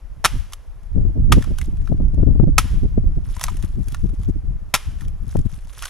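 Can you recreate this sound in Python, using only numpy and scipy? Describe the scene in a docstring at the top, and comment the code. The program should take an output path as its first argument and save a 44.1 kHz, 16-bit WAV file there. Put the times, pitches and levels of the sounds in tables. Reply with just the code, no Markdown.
"""An axe splits firewood on a block in a snowy pine forest, a few metres from the microphone.
Each of four chops is a quick run of fractures that ring the log and snap its fibres.
Between chops, split pieces knock and bark and snow crunch; the trunks scatter it all back.
Wind buffets the two microphone ports over a faint hush from the treetops."""
import sys
import numpy as np
from scipy import signal
from scipy.fft import rfft, irfft, next_fast_len
from scipy.io import wavfile
from scipy.ndimage import uniform_filter1d

SR = 44100
rng = np.random.default_rng(int(sys.argv[2]) if len(sys.argv) > 2 else 0)


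def generate_wav(signal):
    """Clip the signal to [-1, 1] and save it as 16-bit WAV at the path in sys.argv[1]."""
    frames = np.transpose(np.atleast_2d(signal))
    scaled = np.clip(frames, -1, 1) * 32767
    pcm = np.round(scaled).astype(np.int16)
    wavfile.write(sys.argv[1], SR, pcm)


N = 259749
T = np.arange(N) / SR
HIT_T = T[:SR // 8]  # time within one hit
WOOD_HZ, TOP_HZ = 1305, 15700  # wood's reference pitch; upper band edge

# spectrum of snapping bark, splinters and snow: freq_hz, level_db
SNAP_SPECTRUM = [(300, -15.5), (1200, 1.5), (2400, -1.5), (3400, 0.5), (4400, -4.5), (5800, 0), (8500, -5),
                 (11300, -0.5), (12600, -17.5), (15500, -17)]
# wind strength at the ports: time_s, level_db
WIND_LEVEL = [(0, -35.5), (.36, -23), (.52, -35), (.85, -31.5), (.97, -13.5), (1.12, -19.5), (1.33, -14),
              (1.58, -22), (1.96, -17), (2.48, -13), (2.66, -18), (3.2, -15.5), (3.36, -22.5), (4.38, -20),
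              (4.68, -27.5), (5.04, -23), (5.4, -24), (5.89, -34.5)]


def chops(crack_fade_s=0.0049, tear_fade_s=0.019, tear_db=-18.5):
    """Each fracture rings the log and releases a burst of fibre snaps; a few splinters tear on."""
    # snapping fibres: freq_hz, level_db
    crack_spectrum = [(100, -1.5), (500, -11), (1000, 0.5), (2400, 0.5), (3500, -1), (4400, -6.5),
                      (5600, -1.5), (8500, -9), (11300, -3), (12600, -18.5), (15500, -22.5)]
    body, fibres = np.zeros((2, 2, N))
    for start_s, ring_db, tilt, crack_db, treble_db, pitch in fractures():
        add(body, start_s, undb(ring_db - 3) * wood_ring(pitch, t60_ratio=0.97, tilt_db_per_oct=tilt))
        burst = np.exp(-HIT_T / crack_fade_s) + undb(tear_db) * np.exp(-HIT_T / tear_fade_s)
        snaps = burst * spread(grains(len(HIT_T), scatter_db=0), width=.1)
        add(fibres, start_s, undb(crack_db) * shelf(snaps, treble_db, hz=4900))
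    return body + colour(fibres, crack_spectrum)


def fractures(count=3, bite_db=-10.5, bite_pitch_ratio=.58):
    """The blade bites, dull and soft; the log splits in even steps, each weaker than the last."""
    # axe blows: bite_s, split_s, ring_db, tilt_db_per_oct, crack_db, treble_db, pitch_ratio,
    # gap_s, loss_db
    blows = [(0.2422, 0.247, -3.5, -1, -8, -4, 1.0, 0.0051, 1),
             (1.3202, 1.3227, -4.5, 1.5, -7.5, -5, .95, .0033, 13.5),
             (2.58, 2.5819, -6.5, -8, -8, 2, 1.0, .0023, 4.5),
             (4.7394, 4.741, -4, 2.5, -6, -1, 1.0, 0.0088, 8)]
    for bite_s, split_s, ring_db, tilt, crack_db, treble_db, pitch, gap_s, loss_db in blows:
        yield bite_s, ring_db + bite_db, tilt, crack_db + bite_db, treble_db, pitch * bite_pitch_ratio
        for k in range(count):
            drop_db = k * loss_db
            yield split_s + k * gap_s, ring_db - drop_db, tilt, crack_db - drop_db, treble_db, pitch


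def wood_ring(pitch_ratio, t60_ratio, tilt_db_per_oct=0):
    """Struck wood: the contact point shifts the mode strengths; a small body radiates little bass."""
    # wood modes: freq_hz, level_db, t60_s
    modes = [(824, -16, 0.026), (1070, -8, 0.068), (1305, -2, 0.049), (1325, -0.5, 0.036),
             (1660, -6.5, 0.028), (2347, -5, .026), (2520, -6.5, 0.018), (2900, -10.5, 0.0078),
             (3600, -16.5, 0.033), (3745, -13, 0.045), (5140, -19.5, .035), (5407, -19, 0.058)]
    hz, db, t60_s = np.transpose(modes)[:, :, None]
    contact, detune = rng.standard_normal((2, len(modes), 1))
    gain = undb(db + 2 * contact + tilt_db_per_oct * np.maximum(np.log2(hz / WOOD_HZ), 0))
    decay = np.exp(-np.log(1000) * HIT_T / (t60_s * t60_ratio))
    waves = np.sin(2 * np.pi * hz * pitch_ratio * (1 + 0.0027 * detune) * HIT_T) * decay
    radiation = signal.butter(2, 620 * pitch_ratio, "high", fs=SR, output="sos")
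    return signal.sosfilt(radiation, (gain * waves).sum(axis=0)) / np.linalg.norm(gain)


def knocks(snap_fade_s=0.0024, scrape_rise_s=.005, scrape_db=-19, t60_doubling_db=38):
    """Two loose pieces meet: a brief scrape, a dry snap, and a dull clack from each."""
    # pieces, bark and splinters: contact_s, snap_db, ring_re_snap_db, pitch_hz
    contacts = [(0.523, -32.5, -7.5, 1090), (0.5335, -22.5, -19.5, 1280), (0.8332, -47, -9, 908),
                (1.4242, -28, -4, 1762), (1.4416, -29.5, -4, 1330), (1.5854, -22.5, -10, 1460),
                (1.6143, -27, -2.5, 2050), (1.7704, -43, -7, 1380), (1.874, -47.5, 11, 1330),
                (2.144, -43, -15, 925), (3.366, -32.5, -3, 990), (3.3957, -29, -9, 1200),
                (3.412, -17.5, -8.5, 1020), (3.439, -9.5, -16, 1360), (3.483, -27.5, 5.5, 1230),
                (3.569, -37, -33, 861), (3.6257, -32, -15, 796), (3.8838, -37, -48, 2410),
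                (3.9217, -33.5, -17.5, 802), (3.9461, -25, -4.5, 1410), (4.0926, -41.5, -9, 1250),
                (5.009, -35.5, -2.5, 1840), (5.0815, -37.5, -13, 816), (5.368, -33, -14.5, 945),
                (5.391, -38, -21, 802), (5.8233, -21, -8.5, 1250), (5.8308, -32.5, 6, 1420),
                (5.8547, -16, -9, 1530)]
    body, snaps = np.zeros((2, 2, N))
    t = HIT_T - HIT_T[-1] / 4  # zero at contact
    scrape = undb(scrape_db) * np.exp(-abs(t) / scrape_rise_s)
    release = np.exp(-abs(t) / snap_fade_s) + undb(-19) * np.exp(-abs(t) / 0.011)
    burst = np.where(t < 0, scrape, release)
    for contact_s, snap_db, ring_db, hz in contacts + splinter_ticks():
        gain, pitch = undb(snap_db + ring_db + 2), hz / WOOD_HZ
        sustain = 2 ** ((ring_db + 8.5) / t60_doubling_db)
        add(body, contact_s, gain * wood_ring(pitch, t60_ratio=.62 * sustain))
        second_s = contact_s + rng.uniform(.001, .003)
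        add(body, second_s, gain / 2 * wood_ring(pitch * rng.uniform(.8, 1.3), t60_ratio=.55 * sustain))
        snap = burst * spread(grains(len(HIT_T), scatter_db=3.5), width=0.14)
        treble_db = -.25 * (ring_db + 2.5)  # thin splinters ring least, snap brightest
        add(snaps, contact_s + t[0], undb(snap_db - 5.5) * shelf(snap, treble_db, hz=5980))
    low_cut = signal.butter(4, 620, "high", fs=SR, output="sos")  # thin pieces give no bass
    return signal.sosfilt(low_cut, shelf(body, -7, hz=2200) + colour(snaps, SNAP_SPECTRUM))


def splinter_ticks(per_s=16, boost_db=8.5, ring_db=-4, centre_hz=1250, scatter_db=3):
    """Splinters touch at random, as hard as the handling is, each at its own pitch."""
    when, strength, pitch = rng.random((int(per_s * T[-1]), 3)).T
    contact_s = when * T[-1]
    snap_db = np.interp(contact_s, T, handling_db()) + boost_db + scatter_db * (2 * strength - 1)
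    pitch_hz = centre_hz * 2 ** (pitch - .5)
    return [(s, db, ring_db, hz) for s, db, hz in zip(contact_s, snap_db, pitch_hz)]


def crunch(cluster_db=4):
    """Snow crunches and bark scrapes: uneven grains in clusters."""
    breaks = spread(np.array([crumbs(), crumbs()]), width=0.4)
    clusters = breaks * undb(handling_db() + cluster_db * wander(per_s=60))
    return shelf(colour(clusters, SNAP_SPECTRUM), -1.4, hz=1810)


def crumbs(per_s=3000, fade_s=.00035, scatter_db=4, size=128):
    """Tiny breaks: very short pings of random pitch and strength, rms 1."""
    when, pitch, strength = rng.random((int(per_s * T[-1]), 3)).T[:, :, None]
    t = T[:size]
    gain = undb(-scatter_db * np.log(np.maximum(strength, np.exp(-4))))
    pings = gain * np.sin(2 * np.pi * pitch * TOP_HZ * t) * np.exp(-t / fade_s)
    index = (when * N).astype(int) + np.arange(size)
    x = np.bincount(index.ravel(), pings.ravel(), N)[:N]
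    return x / x.std()


def handling_db(standing_db=-77.5, rise_ratio=0.82, fall_ratio=1.05):
    """Each move swells and dies away; snow creaks underfoot in between."""
    # boots and wood shifting on snow and bark: peak_s, level_db, length_s
    moves = [(1.632, -48, 0.043), (1.861, -56, .06), (3.43, -43, 0.098), (3.637, -50, 0.028),
             (3.926, -55.5, 0.16), (4.228, -52, 0.034), (5.019, -51.5, 0.023), (5.313, -51.5, .07),
             (5.54, -51.5, .08), (5.68, -53, .06), (5.839, -41, .08)]
    power = undb(standing_db) ** 2
    for peak_s, db, length_s in moves:
        away = np.maximum((peak_s - T) / rise_ratio, (T - peak_s) / fall_ratio) / length_s
        power = power + (undb(db) * np.exp(-away)) ** 2
    return 10 * np.log10(power)


def off_axis(pair):
    """Sound from slightly left bends round the housing and reaches the right port later."""
    # right port's lag: freq_hz, phase_rad
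    port_lag = [(1200, .03), (3600, .25), (5200, 0.76), (14000, .7)]
    size = next_fast_len(N + 64)
    right = irfft(rfft(pair[1], size) * np.exp(-1j * at_bins(port_lag, size)), size)[:N]
    return np.array([pair[0], right])


def trunk_echo(work, t60_s=.7, level_db=-25, onset_s=0.03):
    """Hundreds of trunks scatter the sound into a diffuse tail; snow swallows the rest."""
    # echo off the trunks: freq_hz, level_db
    echo_spectrum = [(150, -18), (650, -7.5), (1200, -1.5), (1900, -4.5), (3200, -3.5), (4300, -10),
                     (5500, -7), (8700, -15.5), (11200, -10), (12600, -26), (15500, -33.5)]
    t = T[:SR]
    decay = ((1 - np.exp(-t / onset_s)) * np.exp(-np.log(1000) * t / t60_s)) ** 2
    power = signal.fftconvolve(np.mean(work ** 2, axis=0), decay / decay.sum())[:N]
    tail = spread(grains(N, scatter_db=3)) * np.sqrt(np.abs(power))
    return undb(level_db) * colour(tail, echo_spectrum)


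def wind(corner_hz=98, doubling_db=17, max_corner_hz=150, flutter_db=5, min_cycles=.1, hop=32):
    """Stronger gusts hold smaller eddies and reach higher; each port flutters on its own."""
    # strongest eddies at the ports: peak_s, level_db, corner_hz, length_s, left_minus_right_db
    strong_eddies = [(0.349, -19.5, 158, 0.012, -17), (0.981, -14, 210, 0.015, 11),
                     (1.058, -19, 220, 0.0084, 7), (1.177, -22, 263, 0.018, -13),
                     (1.324, -11, 198, 0.021, -5.5), (1.379, -12, 310, 0.01, -5),
                     (1.514, -22.5, 288, 0.0096, -0.5), (1.922, -13.5, 319, 0.0051, 8.5),
                     (2.006, -18, 292, 0.0082, 10), (2.201, -20.5, 300, 0.0066, 5),
                     (2.233, -13.5, 361, 0.0046, 13), (2.279, -9.5, 207, 0.0096, 18),
                     (2.357, -21, 340, 0.0052, 14.5), (2.401, -2, 230, 0.0021, 19.5),
                     (2.437, -9, 251, 0.0065, -11), (2.484, -13, 216, 0.011, -7),
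                     (2.842, -14.5, 206, 0.012, -4), (2.98, -9, 302, 0.0031, 11.5),
                     (3.642, -13, 146, 0.0045, 12), (3.795, -19.5, 185, 0.018, 10),
                     (4.048, -14.5, 184, 0.0098, 21), (4.293, -12.5, 199, 0.0078, 10.5),
                     (5.357, -12.5, 444, 0.0037, 16.5), (5.392, -11.5, 158, 0.009, 11),
                     (5.461, -14.5, 169, 0.0054, 26)]
    t = T[::hop]
    flutter = np.minimum([wander(per_s=32), wander(per_s=26)], 1.5)
    gust_db = np.interp(t, *np.transpose(WIND_LEVEL)) + flutter_db * flutter[:, ::hop]
    gust_hz = np.minimum(corner_hz * 2 ** ((gust_db + 10.5) / doubling_db), max_corner_hz)
    gust_power = (undb(gust_db - 5.5) * pan(0.96)) ** 2
    eddies = strong_eddies + small_eddies()
    out = np.zeros((2, N))
    for band_hz in 27 * 2 ** np.arange(6):
        power = gust_power * roll_off(band_hz, gust_hz, exponent=4.66) * (band_hz / 50) ** -.5
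        for peak_s, db, eddy_hz, length_s, pan_db in eddies:
            # fine flutter ends sooner than the push
            width_s = np.hypot(length_s * (band_hz / 200) ** -.3, min_cycles / band_hz)
            pulse = np.exp(-np.minimum(((t - peak_s) / width_s) ** 2, 20))
            power += (undb(db - 3) * pan(pan_db)) ** 2 * roll_off(band_hz, eddy_hz, exponent=6.83) * pulse
        out += turbulence(band_hz) * np.array([np.interp(T, t, np.sqrt(port)) for port in power])
    return out + eddy_slaps(strong_eddies)


def eddy_slaps(eddies, edge_s=0.001):
    """Pointed pressure peaks of eddy cores crossing a port."""
    out = np.zeros((2, N))
    lead_s = HIT_T[-1] / 2
    for peak_s, db, corner_hz, length_s, pan_db in eddies:
        abruptness = 1 / (1 + (length_s / 0.0058) ** 3)  # only the shortest slap
        peak = np.exp(-2 * np.pi * corner_hz * np.hypot(HIT_T - lead_s, edge_s))
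        add(out, peak_s - lead_s, abruptness * undb(db - 2) * pan(pan_db) * peak)
    return out


def small_eddies(per_s=11, re_wind_db=-5.5, corner_hz=230, doubling_db=12, length_s=0.0064, pan_db=12):
    """Lesser eddies hit either port at uneven intervals, stronger and finer in harder wind."""
    jitter, fineness, side = rng.random((int(per_s * T[-1]), 3)).T
    peak_s = (np.arange(len(jitter)) + jitter) / per_s
    wind_db = np.interp(peak_s, *np.transpose(WIND_LEVEL))
    eddy_hz = corner_hz * 2 ** ((wind_db + 16.5) / doubling_db + (fineness - .5) / 2)
    rows = zip(peak_s, wind_db + re_wind_db, eddy_hz, pan_db * (2 * side - 1))
    return [(s, db, hz, length_s, side_db) for s, db, hz, side_db in rows]


def turbulence(hz, shared=0.16, levelling_s=0.13):
    """One octave of pressure noise, partly shared by the two ports, at a steady level."""
    noise = np.sqrt(1 - shared) * rng.standard_normal((2, N)) + np.sqrt(shared) * rng.standard_normal(N)
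    octave = signal.butter(2, [hz / np.sqrt(2), hz * np.sqrt(2)], "band", fs=SR, output="sos")
    band = signal.sosfilt(signal.butter(4, 2 * hz, fs=SR, output="sos"), signal.sosfilt(octave, noise))
    power = uniform_filter1d(np.mean(band ** 2, axis=0), int(SR * (levelling_s + 1 / hz)))
    return band / np.sqrt(power + 1e-12)


def treetop_hush(level_db=-58):
    """Faint, even noise of distant air in the pines."""
    # air in the pines: freq_hz, level_db
    hush_spectrum = [(100, -5), (300, -3), (600, -3.5), (1200, -8), (2000, -13.5), (4000, -23), (5600, -21),
                     (8500, -28.5), (11400, -22), (12600, -33.5), (15500, -40.5)]
    return undb(level_db) * colour(spread(rng.standard_normal((2, N))), hush_spectrum)


def undb(db):
    """Decibels to gain."""
    return 10 ** (np.asarray(db) / 20)


def add(out, start_s, sound):
    """Mix a sound in at start_s."""
    i = max(int(start_s * SR), 0)
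    out[:, i:i + sound.shape[-1]] += sound[..., :max(N - i, 0)]


def grains(size, scatter_db):
    """Two independent streams of dense, uneven clicks, rms 1."""
    x = rng.standard_normal((2, size))
    x *= undb(scatter_db * np.minimum(rng.exponential(size=size), 2 * np.pi))
    return x / x.std()


def wander(per_s):
    """Random values joined by straight lines."""
    knots_s = np.arange(0, T[-1] + 1, 1 / per_s)
    return np.interp(T, knots_s, rng.standard_normal(len(knots_s)))


def at_bins(points, size):
    """Interpolate a spectrum at the FFT bins, on a log-frequency axis."""
    hz, value = np.transpose(points)
    bin_hz = np.arange(size // 2 + 1) * SR / size
    return np.interp(np.log(bin_hz + 1), np.log(hz), value)


def colour(x, spectrum, size=8192):
    """Minimum-phase filter; white noise keeps its level."""
    cepstrum = irfft(np.log(undb(at_bins(spectrum, size))))
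    cepstrum[1:size // 2] *= 2
    cepstrum[size // 2 + 1:] = 0
    response = irfft(np.exp(rfft(cepstrum)))
    return signal.fftconvolve(x, response[None] / np.linalg.norm(response), axes=-1)[:, :x.shape[1]]


def shelf(x, db, hz):
    """Raise or lower everything above hz."""
    low = signal.lfilter(*signal.butter(1, hz, fs=SR), x)
    return low + undb(db) * (x - low)


def roll_off(hz, corner_hz, exponent):
    """Share of power left at hz in a turbulent spectrum."""
    return 1 / (1 + (hz / corner_hz) ** exponent)


def pan(db):
    """Constant-power gains for a left-minus-right level."""
    gains = undb(np.array([[db], [-db]]) / 2)
    return gains / np.sqrt(np.mean(gains ** 2))


def spread(pair, width=1):
    """Mix two independent signals into partly alike left and right channels."""
    # left-right likeness of diffuse sound: freq_hz, coherence
    likeness = [(300, 0.8), (1400, 0.97), (3100, .8), (6800, 0.6), (15000, 1)]
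    size = next_fast_len(pair.shape[1])
    side_share = np.clip(width * (1 - at_bins(likeness, size)) / 2, 0, .5)
    mid, side = rfft(pair, size) * np.sqrt([1 - side_share, side_share])
    return irfft([mid + side, mid - side], size)[:, :pair.shape[1]]


def scene():
    """Work at the block, its echo, wind and the quiet forest."""
    work = chops() + knocks() + crunch()
    return off_axis(work) + trunk_echo(work) + wind() + treetop_hush()


def record(dry):
    """Soft peak limiting, then a steep low-pass."""
    rounded = dry / (1 + dry ** 8) ** (1 / 8)
    return signal.sosfilt(signal.ellip(12, .1, 90, TOP_HZ, fs=SR, output="sos"), rounded)


dry = scene()
out = record(dry)
generate_wav(out)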